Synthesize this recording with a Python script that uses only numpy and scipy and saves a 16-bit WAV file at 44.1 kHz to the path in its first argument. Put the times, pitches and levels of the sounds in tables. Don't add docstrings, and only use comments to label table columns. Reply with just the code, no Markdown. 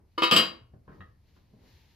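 import sys
import numpy as np
from scipy import signal
from scipy.fft import rfft, irfft
from scipy.io import wavfile

SR = 44100
rng = np.random.default_rng(int(sys.argv[2]) if len(sys.argv) > 2 else 0)


def digitize_waveform(pressure):
    field = np.atleast_2d(pressure).T
    bounded = np.clip(field, -1, 1)
    quanta = np.round(bounded * 32767).astype(np.int16)
    wavfile.write(sys.argv[1], SR, quanta)


N = 85995
RING_T = np.arange(int(.6 * SR)) / SR

# (t/s, then level/dB of pot, rim, lid, crack and table, brightness/Hz, rise/s)
CLINKS = [(0.1777, -22, -46, -54, -27, -50, 2611, .0025),
          (0.2208, -19.5, -21.5, -27, -23, -58, 3000, 0.00045),
          (0.2329, -22, -21.5, -23.5, -23.5, -49.5, 5550, 0.00084),
          (0.3120, -45, -19.5, -20.5, -21.5, -44.5, 7006, .0003),
          (0.3200, -18, -43.5, -24.5, -19, -22, 4000, 0.0012),
          (0.3307, -27, -45, -18, -24.5, -29.5, 6956, .001),
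          (0.3579, -27.5, -19.5, -36.5, -33.5, -37.5, 6000, .0006),
          (0.3640, -24.5, -41.5, -12, -20, -38, 14960, 0.00027),
          (0.3705, -31, -26, -24.5, -24, -30, 7996, .001),
          (0.3880, -25, -34.5, -16.5, -24.5, -31.5, 7000, 0.0006)]
# (f/Hz, level/dB, time to fade by 60 dB/s)
POT_MODES = [(334, -6, .2), (385, -9, .07), (505, -9, .14), (570, -11, .06), (982, -8, .38),
             (1199, -12, .3), (1214, -4, .32), (1395, -13, .24), (1740, -16, .1), (2161, -14, .36),
             (2966, -8, .34), (3801, -18, .38), (4357, -14, .32), (4735, -19, .3), (5012, -16, .25)]
RIM_MODES = [(1230, -8, .34), (1830, -13, .2), (2586, -5, .4), (2606, -8, .14), (2790, -13, .16),
             (2940, -18, .3), (3110, -3, .22), (3343, -12, .2), (3800, -11, .36), (4640, -15, .24),
             (4810, -19, .2), (5368, -18, .14)]
LID_MODES = [(1098, -12, .33), (2865, -5.5, .29), (2978, -14, .28), (3133, -3, .23), (3216, -9, .29),
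             (3290, -16, .18), (4039, -15, .33), (4527, -21, .25), (4736, -13, .33), (6434, -26, .25),
             (7156, -26, .12), (7520, -21, .16), (7646, -12, .18), (7840, -22, .15)]
TABLE_MODES = [(124, -14.5, .15), (160, -3.5, 0.13), (190.6, -1.5, 0.15), (222.8, 0.5, .17),
               (315, -6.5, 0.056), (423, -5, .07), (505.5, -4, .15), (655, -12.5, 0.3)]
# (f/Hz, level/dB)
OVERTONES = [(5400, -2.5), (6000, -9), (7700, -6.5), (8800, -11), (10000, -2.5), (11300, 0), (12600, -4),
             (14200, -6.5), (15200, -13.5)]
# (t/s, ring level/dB, main ring f/Hz, thud level/dB, brightness/Hz)
KNOCKS = [(0.736, -63.5, 1059, -47, 809), (0.878, -48, 1051, -46, 879), (0.892, -61, 1050, -45.5, 1200),
          (0.917, -57.5, 1250, -47.5, 1490), (0.944, -71, 1233, -57, 1500), (0.981, -66, 1260, -50, 804),
          (1.0058, -48.5, 1250, -48, 3660), (1.362, -67.5, 1039, -56.5, 2500), (1.533, -84, 1060, -51, 693),
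          (1.634, -74, 900, -56, 1000)]
# (multiple of the main ring, level/dB, time to fade by 60 dB/s)
KETTLE_MODES = [(1, -2.5, .16), (1.04, -7, .1), (1.35, -4, .11), (1.41, -3, .11), (1.48, -3, .14),
                (1.56, -6, .11), (2.1, -14, .1), (2.3, -12, .12), (2.6, -14, .1), (3.03, -11, .1)]
# (t/s, level/dB, f/Hz)
BUMPS = [(0.609, -46.5, 116.4), (0.70, -49.5, 65.11), (0.991, -42, 91), (1.079, -52.5, 109.7),
         (1.538, -51, 119.5), (1.696, -52.5, 121), (1.738, -49.5, 83), (1.765, -57.5, 117.6)]
# (t/s, level/dB)
SLEEVE_LEVEL = [(0, -101), (0.12, -79.5), (0.8, -91), (0.95, -75.5), (1.15, -85), (1.25, -80), (1.29, -73),
                (1.33, -76.5), (1.37, -71.5), (1.44, -79), (1.58, -77.5), (1.68, -66), (1.78, -67),
                (1.87, -70), (1.95, -69.5)]
RUSTLE_LEVEL = [(0, -64.5), (0.12, -77), (0.6, -70.5), (0.82, -75.5), (0.95, -59), (1.2, -77), (1.38, -71),
                (1.47, -73.5), (1.6, -65.5), (1.7, -65.5), (1.8, -71.5), (1.95, -74)]
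# (f/Hz, relative level/dB)
CRACK_SPECTRUM = [(110, -22.5), (190, -7), (330, -3.5), (520, 0), (760, -6), (1150, 3), (1800, -2),
                  (2300, -6), (3000, 5.5), (3600, -5.5), (5000, -1.5), (6000, -15.5), (7700, -12.5),
                  (8800, -25), (11000, -15), (14000, -16), (16000, -35)]
CLACK_SPECTRUM = [(700, -18), (1250, 1), (1450, -8), (1800, -2), (2200, -23), (2800, -12), (3400, -23),
                  (3850, -13), (4600, -33), (9000, -45)]
THUD_SPECTRUM = [(40, -6.5), (100, 6), (230, -2.5), (500, -7), (800, -15), (1800, -28), (4000, -31),
                 (9000, -38)]
SLEEVE_SPECTRUM = [(530, -24), (900, 1.5), (1240, -14), (1750, -2.5), (3630, -4.5), (4180, -2), (7320, -14),
                   (8340, -34), (9180, -21), (13100, -14), (15500, -26)]
RUSTLE_SPECTRUM = [(60, -17), (130, 2), (300, 0), (600, -7.5), (1000, -14), (2000, -25), (5000, -44)]
HUSH_SPECTRUM = [(12, -33.5), (20, -3.5), (80, 7), (259, -19), (491, -27.5), (581, -40.5), (811, -27),
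                 (1630, -39), (2210, -34), (3450, -47.5), (4430, -36), (7730, -44.5), (12400, -39.5),
                 (15500, -61)]
# (f/Hz, time to fade by 60 dB/s)
ROOM_FADE = [(100, .55), (320, .38), (900, .36), (2500, .31), (6000, .25), (13000, .23)]
# (f/Hz, likeness: 1 is the same, 0 is unrelated)
LIKENESS = [(50, .96), (220, 0.9), (500, .4), (1200, .4), (2800, .7), (5000, .3), (8000, -.3), (13000, 0.4)]
# (f/Hz, left minus right level/dB)
TEAPOT_LEAN = [(100, -0.3), (300, 0), (1200, 1), (3100, 2.2), (3800, 5), (4500, 10), (5400, 5.5),
               (7000, 0.5), (14000, .3)]
# (f/Hz, phase/rad)
PHASE_GAP = [(100, 0.12), (330, 0.75), (520, 0.94), (1200, 1.5), (2900, 1), (4500, 0.7), (7600, 2.0),
             (12000, 1.5)]


def teapot():
    seated_s, damping_db_per_s = 0.37, 45
    rings, cracks, thumps = np.zeros((3, 2, N))
    shimmer = overtones(count=44)
    shimmer_hz = np.mean([hz for hz, db in OVERTONES])
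    thump = ring(TABLE_MODES, bright_hz=np.inf, rise_s=.003)
    for s, pot_db, rim_db, lid_db, crack_db, table_db, bright_hz, rise_s in CLINKS:
        for modes, db in (POT_MODES, pot_db), (RIM_MODES, rim_db), (LID_MODES, lid_db):
            add(rings, s, amp(db) * ring(modes, bright_hz, rise_s))
        shimmer_gain = amp(crack_db - 18.5) * contact(shimmer_hz, bright_hz)
        add(rings, s, shimmer_gain * dying(fade_s=.14, rise_s=rise_s) * shimmer)
        crack = noise(CRACK_SPECTRUM, len(RING_T), bright_hz)
        add(cracks, s, amp(crack_db) * dying(fade_s=.07, rise_s=rise_s) * crack)
        add(thumps, s, amp(table_db) * thump)
    rings *= amp(-damping_db_per_s * np.maximum(np.arange(N) / SR - seated_s, 0))
    sound = room(rings + thumps, echo_db=-13.5) + room(cracks, echo_db=1.5)
    bass_cut = signal.butter(4, 110, "highpass", fs=SR, output="sos")
    sound = signal.sosfilt(bass_cut, sound)
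    lean_db = read(TEAPOT_LEAN, np.fft.rfftfreq(2 * N, 1 / SR))
    return irfft(rfft(sound, 2 * N) * amp([lean_db / 2, -lean_db / 2]))[:, :N]


def overtones(count):
    lowest, highest = OVERTONES[0][0], OVERTONES[-1][0]
    pitches = lowest + (highest - lowest) * (np.arange(count) + rng.random(count)) / count
    return sum(amp(read(OVERTONES, hz)) * np.sin(2 * np.pi * (hz * RING_T + rng.random((2, 1))))
               for hz in pitches)


def kettle():
    out = np.zeros((2, N))
    for s, ring_db, main_hz, thud_db, bright_hz in KNOCKS:
        modes = [(main_hz * multiple, db, fade_s) for multiple, db, fade_s in KETTLE_MODES]
        add(out, s, amp(ring_db) * ring(modes, bright_hz, rise_s=.00092))
        clack = dying(fade_s=.092, rise_s=.0008) * noise(CLACK_SPECTRUM, len(RING_T), bright_hz)
        add(out, s, amp(ring_db - 2.5) * clack)
        thud = dying(fade_s=.12, rise_s=.002) * noise(THUD_SPECTRUM, len(RING_T), bright_hz)
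        add(out, s, amp(thud_db) * thud)
    return room(out, echo_db=-5.5)


def arm():
    swish = level(SLEEVE_LEVEL) * noise(SLEEVE_SPECTRUM, N)
    rustle = level(RUSTLE_LEVEL) * noise(RUSTLE_SPECTRUM, N)
    out = swish + rustle
    for s, db, hz in BUMPS:
        add(out, s, amp(db) * dying(fade_s=.21, rise_s=.0047) * np.sin(2 * np.pi * hz * RING_T))
    return out


def room(sound, echo_db):
    echoes_per_s, delay_s = 3000, .0041
    shape = (2, len(RING_T))
    echoes = rng.choice([-1., 1.], shape) * (rng.random(shape) < echoes_per_s / SR) * (RING_T > delay_s)
    hz, t, (left, other) = signal.stft(echoes, SR, nperseg=256)
    bands = stereo(left, other, hz[:, None])
    fade = np.exp(-np.log(1000) * t / read(ROOM_FADE, hz)[:, None])
    tail = signal.istft(bands * fade, SR, nperseg=256)[1]
    tail /= np.linalg.norm(tail[0])
    return sound + amp(echo_db) * signal.fftconvolve(sound, tail, axes=1)[:, :N]


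def hush():
    return amp(-62.5) * noise(HUSH_SPECTRUM, N)


def ring(modes, bright_hz, rise_s):
    out = np.zeros((2, len(RING_T)), complex)
    for hz, db, fade_s in modes:
        phase_shift = np.exp(1j * read(PHASE_GAP, hz) * np.array([[-.5], [.5]]))
        tone = np.exp((2j * np.pi * hz - np.log(1000) / fade_s) * RING_T)
        out += amp(db) * contact(hz, bright_hz) * phase_shift * tone
    return out.imag * dying(np.inf, rise_s)


def contact(hz, bright_hz):
    return 1 / np.sqrt(1 + (hz / bright_hz) ** 3)


def dying(fade_s, rise_s):
    return (1 - np.exp(-RING_T / rise_s)) * np.exp(-np.log(1000) * RING_T / fade_s)


def noise(spectrum, size, bright_hz=np.inf):
    hz = np.fft.rfftfreq(size, 1 / SR)
    left, other = rfft(rng.standard_normal((2, size)))
    gain = amp(read(spectrum, hz))
    gain = gain / np.sqrt(np.mean(gain ** 2)) * contact(hz, bright_hz)
    return irfft(stereo(left, other, hz) * gain, size)


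def stereo(left, other, hz):
    same = np.clip(read(LIKENESS, hz), -1, 1)
    return np.array([left, same * left + np.sqrt(1 - same ** 2) * other])


def amp(db):
    return 10 ** (np.asarray(db) / 20)


def read(points, hz):
    f, value = np.transpose(points)
    return np.interp(np.log(hz + 1), np.log(f + 1), value)


def level(points):
    return amp(np.interp(np.arange(N) / SR, *np.transpose(points)))


def add(mix, s, sound):
    part = mix[:, round(s * SR):][:, :sound.shape[-1]]
    part += sound[..., :part.shape[1]]


def scene():
    quiet = kettle() + arm() + hush()
    return teapot() + quiet * amp([[.6], [-.6]])


def record(dry):
    cutoff_hz = 15700
    treble_cut = signal.firwin(511, cutoff_hz, window=("kaiser", 9), fs=SR)
    return signal.oaconvolve(dry, treble_cut[None], "same")


dry = scene()
out = record(dry)
digitize_waveform(out)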